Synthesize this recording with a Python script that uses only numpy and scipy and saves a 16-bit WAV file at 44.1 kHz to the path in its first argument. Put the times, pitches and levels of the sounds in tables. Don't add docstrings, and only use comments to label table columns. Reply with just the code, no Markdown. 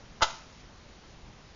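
import sys
import numpy as np
from scipy import signal
from scipy.fft import rfft, irfft
from scipy.io import wavfile
from scipy.ndimage import uniform_filter1d

SR = 44100
rng = np.random.default_rng(int(sys.argv[2]) if len(sys.argv) > 2 else 0)


def store_pcm(level_fs):
    pcm = np.round(np.clip(level_fs, -1, 1) * 32767).astype(np.int16)
    wavfile.write(sys.argv[1], SR, np.atleast_2d(pcm).T)


def voltage_ratio(level):
    return 10 ** (np.asarray(level, float) / 20)


N = 68355

# start_s, knock_level_db, grit_level_db
STROKE_COURSE = [(.2085, -52, -70), (.219, -28, -37.5), (.222, -11.5, -26), (.230, -20.5, -20),
                 (.238, -24.5, -26.5), (.248, -31.5, -33), (.253, -36.5, -47), (.27, -69, -49)]


def evened(x):
    return x / np.sqrt(np.mean(x ** 2) + 1e-20)


def read(points, hz):
    point_hz, value = np.transpose(points)
    return np.interp(np.log(hz + 1), np.log(point_hz + 1), value)


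def level(curve, column):
    rows = np.array(curve)
    level_db = np.interp(np.arange(N) / SR, rows[:, 0], rows[:, column], -120, -120)
    return voltage_ratio(level_db)


def colour(x, points):
    gain = voltage_ratio(read(points, np.fft.rfftfreq(N, 1 / SR)))
    return irfft(rfft(x) * gain, N)


def clicks(per_s, spread_db):
    size = voltage_ratio(spread_db * np.minimum(rng.exponential(1, N), 4))
    sign = rng.choice([-1., 1.], N)
    return size * sign * (rng.random(N) < per_s / SR)


def box():
    # start_s, peak_db (before slip_db and the bass cut)
    slips = [(.2088, -24), (.2147, -22), (.2178, -21), (.2203, -16), (.2212, -12), (.2237, -12),
             (.2256, -11), (.2290, -17), (.2315, -15), (.2350, -20), (.2418, -19), (.2450, -22),
             (.2478, -21), (.266, -31), (.317, -37)]
    # pitch_hz, relative_level_db, t60_s (time to fall by 60 dB)
    modes = [(442, -10, 0.098), (625, -16.5, 0.047), (668, -8.5, 0.049), (880, 0.5, 0.029),
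             (960, -2, 0.053), (1012, 4.5, 0.038), (1298, 5, 0.04), (1280, 0.5, 0.016), (1386, 2, 0.029),
             (1620, -19, 0.013), (2020, -14, 0.072), (2930, -5, 0.043), (3716, -11.5, 0.063),
             (4250, -12.5, 0.034)]
    slip_db, knock_db, knocks_per_s = -1, -4.5, 2200
    low_cut_hz = 410

    t = np.arange(4000) / SR
    rings = np.array([voltage_ratio(db - 60 * t / t60) * np.sin(2 * np.pi * hz * t) for hz, db, t60 in modes])
    out = np.zeros(N)

    weights = voltage_ratio(2.5 * rng.standard_normal((len(slips), len(modes))))
    for (start_s, peak_db), weight in zip(slips, weights):
        ring = weight @ rings
        ring = ring / abs(ring).max()
        out[round(start_s * SR):][:len(t)] += voltage_ratio(peak_db + slip_db) * ring

    body = rings.sum(0)
    body = body / np.linalg.norm(body)
    knocks = evened(clicks(knocks_per_s, spread_db=5.6)) * level(STROKE_COURSE, column=1)
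    out += voltage_ratio(knock_db) * signal.oaconvolve(knocks, body)[:N]

    low_cut = signal.butter(4, low_cut_hz, "high", fs=SR, output="sos")
    return signal.sosfilt(low_cut, out)


def grit():
    # pitch_hz, relative_level_db (per Hz)
    grit_colour = [(1060, -46), (1800, -18), (2030, -4), (2360, -13), (2850, 0), (3270, -1.5), (5290, -4.5),
                   (6820, -9.5), (9000, -10)]
    grit_db, grains_per_s, spread_db = 1, 7100, 4
    grains = evened(colour(clicks(grains_per_s, spread_db), grit_colour))
    return voltage_ratio(grit_db) * grains * level(STROKE_COURSE, column=2)


def flare():
    # start_s, level_db (before flare_db)
    flare_course = [(.25, -41), (.265, -46), (.298, -51), (.309, -41), (.322, -51), (.4, -60), (.45, -65.5),
                    (.62, -63.5)]
    # pitch_hz, relative_level_db (per Hz)
    flare_colour = [(1060, -29), (1800, -5.5), (2630, -3.5), (5910, -1.5), (7050, -4.5), (7300, -29),
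                    (9490, -42), (16100, -120)]
    flare_db, clicks_per_s, sputter_db = 2.0, 9000, 1.4
    sputter = voltage_ratio(sputter_db * evened(uniform_filter1d(rng.standard_normal(N), 300)))
    hiss = colour(clicks(clicks_per_s, spread_db=4.3), flare_colour)
    return voltage_ratio(flare_db) * evened(hiss * sputter) * level(flare_course, column=1)


def overload_sag():
    push_s, snap_s, edge_s = .2208, .2263, .0003
    push_db, sag_db, sag_s = -31, -31.5, .036
    t = np.arange(N) / SR
    on, snap = [(1 + np.tanh((t - start_s) / edge_s)) / 2 for start_s in (push_s, snap_s)]
    recovery = np.exp(-np.maximum(t - snap_s, 0) / sag_s)
    return voltage_ratio(push_db) * on * (1 - snap) - voltage_ratio(sag_db) * snap * recovery


def room(x):
    # pitch_hz, t60_s (time to fall by 60 dB)
    decay = [(300, 0.051), (600, 0.47), (1300, 0.42), (2500, 0.37), (6000, 0.34)]
    room_db, gap_s = -14, 0.011
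    taps = np.zeros(SR // 2)
    at = np.arange(round(gap_s * SR), SR // 2 - 20, 20)
    at = at + rng.integers(0, 20, len(at))
    taps[at] = rng.choice([-1., 1.], len(at))

    hz, t, bands = signal.stft(taps, SR, nperseg=256)
    fading = voltage_ratio(-60 * t / read(decay, hz)[:, None])
    tail = signal.istft(bands * fading, SR, nperseg=256)[1]
    tail = tail / np.linalg.norm(tail)
    return voltage_ratio(room_db) * signal.fftconvolve(x, tail)[:N]


def floor():
    # pitch_hz, relative_level_db (per Hz)
    floor_colour = [(5, -1), (15, -7), (45, 3), (100, -5), (170, -4.5), (300, -10), (920, -15),
                    (2000, -19.5), (5930, -23.5), (7300, -29.5)]
    floor_db, patchy_db, top_hz = -51.5, 1.01, 9000
    frames, hz = N // 512 + 5, np.fft.rfftfreq(2048, 1 / SR)
    real, imaginary, patches = rng.standard_normal((frames, 1025, 3)).T
    patches = uniform_filter1d(patches, 30, axis=0)
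    patches = evened(uniform_filter1d(patches, 6, axis=1))
    gain = voltage_ratio(read(floor_colour, hz)[:, None] + patchy_db * patches)
    bands = (real + 1j * imaginary) * gain * (hz < top_hz)[:, None]
    noise = signal.istft(bands, nperseg=2048, noverlap=1536)[1][:N]
    return voltage_ratio(floor_db) * evened(noise)


def scene():
    match = box() + grit() + flare()
    return (match + room(match) + overload_sag() + floor())[None]


def low_pass(x):
    return signal.sosfilt(signal.butter(12, 8090, fs=SR, output="sos"), x)


def record(dry):
    edge_hz, edge_width_hz = 7140, 55
    skirt_db, skirt_db_per_khz, skirt_gate_db = -11, -33, -66
    offset = -0.00028

    hz = np.fft.rfftfreq(N, 1 / SR)
    passed = (1 - np.tanh((hz - edge_hz) / edge_width_hz)) / 2
    slope = voltage_ratio(skirt_db + skirt_db_per_khz * np.maximum(hz - edge_hz, 0) / 1000)
    spectrum = rfft(dry)
    main = irfft(spectrum * passed, N)
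    skirt = irfft(spectrum * (1 - passed) * slope, N)

    strong = uniform_filter1d(skirt ** 2, size=600) > voltage_ratio(2 * skirt_gate_db)
    gate = uniform_filter1d(uniform_filter1d(strong * 1., size=300), size=300)
    mix = main + gate * skirt + offset
    return low_pass(mix)


dry = scene()
out = record(dry)
store_pcm(out)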